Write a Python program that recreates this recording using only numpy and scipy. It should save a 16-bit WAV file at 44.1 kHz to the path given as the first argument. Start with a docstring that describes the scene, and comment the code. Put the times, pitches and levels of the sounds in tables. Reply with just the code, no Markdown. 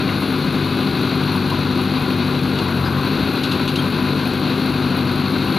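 """A four-cylinder diesel drones and clatters near 1470 rpm: a backhoe loader digging a few metres away.
Exhaust puffs and fan blades make the drone, combustion knocks the block, valves tick and the treble hisses.
The engine sags as the bucket bites the earth bank; a thin turbo whistle rises just after.
The arm knocks lightly and groans, earth gives way, the bucket scrapes and a dry pivot squeaks once."""
import sys
import numpy as np
from scipy import signal
from scipy.fft import rfft, irfft, next_fast_len
from scipy.io import wavfile
from scipy.ndimage import uniform_filter1d, minimum_filter1d, map_coordinates

SR = 44100
rng = np.random.default_rng(int(sys.argv[2]) if len(sys.argv) > 2 else 0)


def output_pcm(signal):
    """Save a mono or channel-first signal as 16-bit PCM at the path in sys.argv[1].

    Samples are clipped to [-1, 1] before scaling.
    """
    pcm = np.clip(np.atleast_2d(signal).T, -1, 1) * 32767
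    wavfile.write(sys.argv[1], SR, np.round(pcm).astype(np.int16))


N = 246078

# engine speed, sagging when the bucket bites: (time [s], firing rate [Hz])
FIRING_RATE_HZ = [(0.0, 49.52), (0.5, 49.23), (0.8, 49.64), (1.25, 48.7), (1.46, 48.06), (1.92, 48.92),
                  (2.24, 48.3), (2.58, 48.35), (2.76, 45.16), (2.91, 44.99), (3.11, 50.35), (3.44, 49.67),
                  (3.62, 48.96), (3.95, 48.46), (4.4, 49.01), (4.6, 49.6), (5.0, 47.69), (5.58, 49.49)]
# cylinder strengths in firing order: (gain [dB])
CYLINDER_DB = [-1.3, -0.19, 1.6, 1.8]
# exhaust and gear tones: (multiple of firing rate [1], level [dB])
ENGINE_ORDERS = [(1, -49), (2, -32.5), (3, -28), (3.75, -36.5), (4, -31), (4.5, -49), (4.75, -56), (5, -36),
                 (5.5, -35.5), (6, -36.5), (7, -39.5), (7.5, -38.5), (8, -44.5), (10.75, -51.5),
                 (15.75, -54), (20.75, -49), (23.25, -48), (29.25, -45)]
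# noise spectra: (frequency [Hz], relative density [dB])
EXHAUST_SPECTRUM = [(20, -44), (40, -38), (58, -13.5), (80, -9.5), (125, -0.5), (200, 0.5), (290, 0),
                    (375, -1), (440, -7), (520, -9.5), (620, -28.5), (1000, -45.5)]
BLOCK_SPECTRUM = [(300, -3.5), (520, -8.5), (600, 1.5), (690, -4.5), (780, -3.5), (880, -1), (1050, 0),
                  (1280, 1), (1560, 1), (1750, -8), (2100, -12.5), (3000, -41)]
VALVE_SPECTRUM = [(1200, -13), (1850, -10), (2150, -2.5), (2350, -4), (2650, -0.5), (3050, -6), (3550, -2),
                  (3950, 2), (4350, 0.5), (4700, -7), (5100, -18.5), (6000, -23), (7000, -28), (9000, -52)]
HISS_SPECTRUM = [(3000, -33), (5500, -12), (7000, -14), (8300, -15), (9600, -1), (10200, -1.5), (11000, 6),
                 (11700, 1), (12800, 2.5), (13700, -2.5), (14200, 2), (15000, -14), (16000, 3)]
SOIL_SPECTRUM = [(1500, -29), (2800, 6.5), (4000, 5.5), (5200, -2.5), (6500, -6), (8200, -14), (11000, -6),
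                 (12500, -14), (14500, -25)]
# resonances of engine panels and steel bucket: (frequency [Hz], width [Hz], gain [dB])
PANEL_MODES = [(778.5, 52, 2.5), (1009, 45, 3.5), (1111, 22, -1), (1426, 70, -0.5), (2116, 29, -6),
               (2470, 105, -2.5), (4020, 62, -1.5), (5970, 110, 3)]
BUCKET_MODES = [(2780, 200, -0.5), (3430, 260, 0), (4050, 450, 3.5)]
# earth giving way, soil sliding off the bucket, arm straining: (time [s], level [dB], sigma [s])
EARTH_THUDS = [(1.65, -40, 0.065), (3.235, -36, .04)]
SOIL_SPILLS = [(0.22, -45, 0.04), (1.47, -51, 0.07), (2.8, -46, 0.08), (3.4, -50, 0.13), (5.55, -49, 0.08)]
ARM_GROANS = [(2.92, -33.5, 0.11)]
# knocks in the arm's joints: (time [s], level [dB], pitch [Hz], width [Hz], t60 [s])
ARM_KNOCKS = [(0.09, -21.5, 2800, 220, 0.039), (0.091, -26, 2020, 149, 0.064), (.218, -26, 1040, 120, .08),
              (1.352, -21, 1070, 120, .08), (1.516, -18, 1040, 70, 0.059), (2.85, -35.5, 4900, 80, .17),
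              (3.826, -26, 990, 70.05, .07)]
# pivot squeak partials: (harmonic [1], level [dB])
SQUEAK_PARTIALS = [(1, -25.5), (2, -47), (3, -41.5)]
# bucket scrapes: (time [s], level [dB], decay [s])
BUCKET_SCRAPES = [(1.497, -31, 0.011), (2.585, -30.5, 0.011), (3.434, -24.5, .014), (3.514, -25.5, .015),
                  (3.677, -24.5, 0.013), (3.756, -24.5, 0.013)]
# stereo balance: (frequency [Hz], left minus right [dB])
BALANCE_DB = [(60, 2.5), (130, 3.5), (380, 4.5), (700, 4.5), (1280, 8), (2300, 4), (4400, 4.5), (5600, 3.5),
              (7000, -1), (9000, -19.5), (10500, -15.5), (12000, -9.5), (15000, 0)]


def amp(db):
    """Decibels to gain."""
    return 10 ** (np.asarray(db) / 20)


def unit(x):
    """Scale to rms 1."""
    return x / np.sqrt(np.mean(x ** 2) + 1e-20)


def time_s():
    """Time of each sample."""
    return np.arange(N) / SR


def along(points, hz):
    """Interpolate (frequency [Hz], value) points on a log axis."""
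    knots_hz, values = np.transpose(points)
    return np.interp(np.log(hz + 1), np.log(knots_hz + 1), values)


def wobble(rate_hz):
    """Smooth random curve with knots at rate_hz."""
    return map_coordinates(rng.standard_normal(int(N * rate_hz / SR) + 4), [time_s() * rate_hz])


def lagged(x, lag_s):
    """First-order lag."""
    pole = np.exp(-1 / (lag_s * SR))
    return signal.lfilter([1 - pole], [1, -pole], x)


def swells(rows):
    """Sum of Gaussian envelopes."""
    return sum(amp(db) * np.exp(-.5 * ((time_s() - at_s) / sigma_s) ** 2) for at_s, db, sigma_s in rows)


def filtered(x, response):
    """Apply the gain response(hz)."""
    size = next_fast_len(N + SR // 2)
    return irfft(rfft(x, size) * response(np.fft.rfftfreq(size, 1 / SR)), size)[..., :N]


def coloured(x, spectrum):
    """x shaped by a spectrum, at rms 1."""
    return unit(filtered(x, lambda hz: amp(along(spectrum, hz))))


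def ringing(x, modes):
    """x through parallel resonances, at rms 1."""
    def response(hz):
        return sum(amp(db) * 1j * hz * width_hz / (mode_hz ** 2 - hz ** 2 + 1j * hz * width_hz)
                   for mode_hz, width_hz, db in modes)
    return unit(filtered(x, response))


def band(centre_hz, width_hz):
    """Gaussian band of noise, at rms 1."""
    noise = rng.standard_normal(N)
    return unit(filtered(noise, lambda hz: np.exp(-.5 * ((hz - centre_hz) / width_hz) ** 2)))


def bursts(turns, decay_turns, scatter_db, steady):
    """Noise flaring at each whole turn, over a steady part."""
    index = turns.astype(int)
    strength = amp(np.take(CYLINDER_DB, index, mode="wrap") + scatter_db * rng.standard_normal(4096)[index])
    flare = unit(strength * np.exp(-(turns % 1) / decay_turns))
    return rng.standard_normal(N) * np.hypot(flare, steady)


def drone(firings, load, waver_db=0.6, load_db=8):
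    """Exhaust and gear tones; the lowest swell when the engine labours."""
    tones = np.zeros(N)
    for order, db in ENGINE_ORDERS:
        swell_db = load_db * load / max(order - 1, 1)
        gain = amp(db + waver_db * wobble(9) + swell_db)
        tones += gain * np.sin(2 * np.pi * (order * firings + rng.random()))
    return np.sqrt(2) * tones


def fan(firings, load, blade_order=5.25, level_db=-26, load_db=-3, waver_db=0.5):
    """The belt-driven fan's blade tone follows the crank and fades as it slows."""
    gain = amp(level_db + load_db * np.maximum(load, 0) + waver_db * wobble(16))
    return np.sqrt(2) * gain * np.sin(2 * np.pi * blade_order * firings)


def exhaust(firings, load, level_db=-23.7, load_db=-1.5):
    """One turbulent puff per firing booms through the silencer, softer as the engine slows."""
    puffs = coloured(bursts(firings, decay_turns=0.58, scatter_db=3, steady=1.2), EXHAUST_SPECTRUM)
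    # equal fuel per cycle keeps the power even
    cycle_power = np.abs(uniform_filter1d(puffs ** 2, size=3600))
    return amp(level_db + load_db * load) * puffs / np.sqrt(cycle_power + 1e-6)


def clatter(firings, overspeed_hz, sag_hz, block_db=-30.5, panel_db=-32, valve_db=-30.15,
            sag_db_per_hz=0.7, speed_db_per_hz=0.57, panel_cut_hz=4300):
    """Combustion knocks the block and its panels; valves and injectors tick twice per firing."""
    knocks = bursts(firings, decay_turns=0.26, scatter_db=1, steady=3)
    panels = ringing(bursts(firings, decay_turns=0.38, scatter_db=-3, steady=1.74), PANEL_MODES)
    panels = filtered(panels, lambda hz: 1 / (1 + (hz / panel_cut_hz) ** 8))
    body = amp(block_db) * coloured(knocks, BLOCK_SPECTRUM) + amp(panel_db) * panels
    ticks = bursts(2 * firings, decay_turns=0.47, scatter_db=3, steady=3.2)
    ticks *= amp(0.6 * np.cos(2 * np.pi * firings))
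    valves = amp(valve_db + speed_db_per_hz * overspeed_hz) * coloured(ticks, VALVE_SPECTRUM)
    # one uneven throb per four firings
    throb_db = 0.63 * np.cos(np.pi * firings / 2) + 0.67 * wobble(24.075)
    return amp(sag_db_per_hz * sag_hz + throb_db) * body + amp(0.8 * throb_db) * valves


def hiss(firings, overspeed_hz, level_db=-44, speed_db_per_hz=0.3, flutter_db=1, chuff_db=2.2, spit_db=-3):
    """High hiss chuffs and spits with the firings."""
    chuffs = rng.standard_normal(N) * amp(chuff_db * np.cos(2 * np.pi * firings))
    spits = amp(spit_db) * bursts(firings, decay_turns=0.61, scatter_db=5, steady=0.5)
    gain = amp(level_db + speed_db_per_hz * overspeed_hz + flutter_db * wobble(32))
    return gain * coloured(chuffs + spits, HISS_SPECTRUM)


def injector(firings, level_db=-51.5, lead_firings=0.3, decay_firings=0.22):
    """One injector pings faintly once per four firings."""
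    age_firings = (firings + lead_firings) % len(CYLINDER_DB)
    return amp(level_db) * np.exp(-age_firings / decay_firings) * band(centre_hz=14200, width_hz=90)


def turbo(overspeed_hz, sag_hz, cruise_pitch_hz=10950, spread_hz=100, level_db=-55.7, waver_db=1.2):
    """A fuzzy whistle climbs with boost (sustained sag) and gas flow (speed), peaking after the load."""
    pitch_hz = cruise_pitch_hz + 500 * sag_hz + 80 * overspeed_hz + spread_hz * wobble(600)
    phase = 2 * np.pi * np.cumsum(pitch_hz) / SR
    gain = amp(level_db + 0.8 * sag_hz + 0.6 * overspeed_hz + waver_db * wobble(3.96))
    breath = 1 + 0.56 * wobble(200)
    return gain * unit(breath * np.sin(phase))


def earth(grain_db=3):
    """The bank gives way in dull thuds; sliding soil hisses."""
    trickle = coloured(rng.standard_normal(N) * amp(grain_db * wobble(500)), HISS_SPECTRUM)
    return swells(EARTH_THUDS) * band(centre_hz=72, width_hz=15) + swells(SOIL_SPILLS) * trickle


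def pivot(peak_s=3.794, sigma_s=0.0054, pitch_hz=3215, glide_per_s=0.3):
    """A dry pivot slips once with a tiny rising chirp."""
    age_s = time_s() - peak_s
    phase = 2 * np.pi * pitch_hz * (age_s + glide_per_s * age_s ** 2 / 2)
    tone = sum(amp(db) * np.sin(harmonic * phase) for harmonic, db in SQUEAK_PARTIALS)
    return np.sqrt(2) * np.exp(-.5 * (age_s / sigma_s) ** 2) * tone


def arm():
    """The arm groans under load; play in its pins gives light, quickly damped knocks."""
    sound = swells(ARM_GROANS) * band(centre_hz=1080, width_hz=85)
    for start_s, db, pitch_hz, width_hz, t60_s in ARM_KNOCKS:
        age_s = time_s() - start_s
        sound += band(pitch_hz, width_hz) * (age_s > 0) * amp(db - 60 * np.abs(age_s) / t60_s)
    return sound


def bucket(rise_s=0.0013, ring_decay_s=0.019, ring_db=3, grain_db=3):
    """Short gritty scrapes in the soil, each briefly ringing the steel."""
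    grit_envelope, ring_envelope = np.zeros(N), np.zeros(N)
    for start_s, db, decay_s in BUCKET_SCRAPES:
        age_s = np.maximum(time_s() - start_s, 0)
        bite = amp(db) * (1 - np.exp(-age_s / rise_s))
        grit_envelope += bite * np.exp(-age_s / decay_s)
        ring_envelope += bite * np.exp(-age_s / ring_decay_s)
    steel = unit(sum(amp(db) * band(hz, width_hz) for hz, width_hz, db in BUCKET_MODES))
    grit = coloured(rng.standard_normal(N) * amp(grain_db * wobble(900)), SOIL_SPECTRUM)
    return grit_envelope * grit + amp(ring_db) * ring_envelope * steel


def scene(cruise_hz=49.4, spool_s=0.8, fuel_lag_s=0.1):
    """Firing rate drives every engine layer; the machine sits left except in the high treble."""
    rate_hz = np.interp(time_s(), *np.transpose(FIRING_RATE_HZ))
    firings = np.cumsum(rate_hz) / SR
    load = (np.median(rate_hz) - rate_hz) / np.ptp(rate_hz)
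    overspeed_hz = rate_hz - cruise_hz
    sag_hz = lagged(-overspeed_hz, spool_s)
    engine = drone(firings, lagged(load, fuel_lag_s)) + fan(firings, load) + exhaust(firings, load)
    engine += clatter(firings, overspeed_hz, sag_hz)
    engine += hiss(firings, overspeed_hz) + turbo(overspeed_hz, sag_hz) + injector(firings)
    digging = bucket() + arm() + earth() + pivot()

    def pan(hz):
        left_share = 1 / (1 + amp(-along(BALANCE_DB, hz)))
        return 2 * np.array([left_share, 1 - left_share])
    return filtered(engine + digging, pan)


def record(dry, ceiling=0.47, low_cut_hz=40, high_cut_hz=15500):
    """Fast peak limiter, then low and high cuts."""
    needed_gain = np.minimum(1, ceiling / (np.abs(dry).max(axis=0) + 1e-9))
    gain = uniform_filter1d(minimum_filter1d(needed_gain, size=800), size=800)
    high_pass = lambda hz: hz ** 4 / np.hypot(hz ** 4, low_cut_hz ** 4)
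    return filtered(dry * gain, lambda hz: high_pass(hz) * (hz < high_cut_hz))


dry = scene()
out = record(dry)
output_pcm(out)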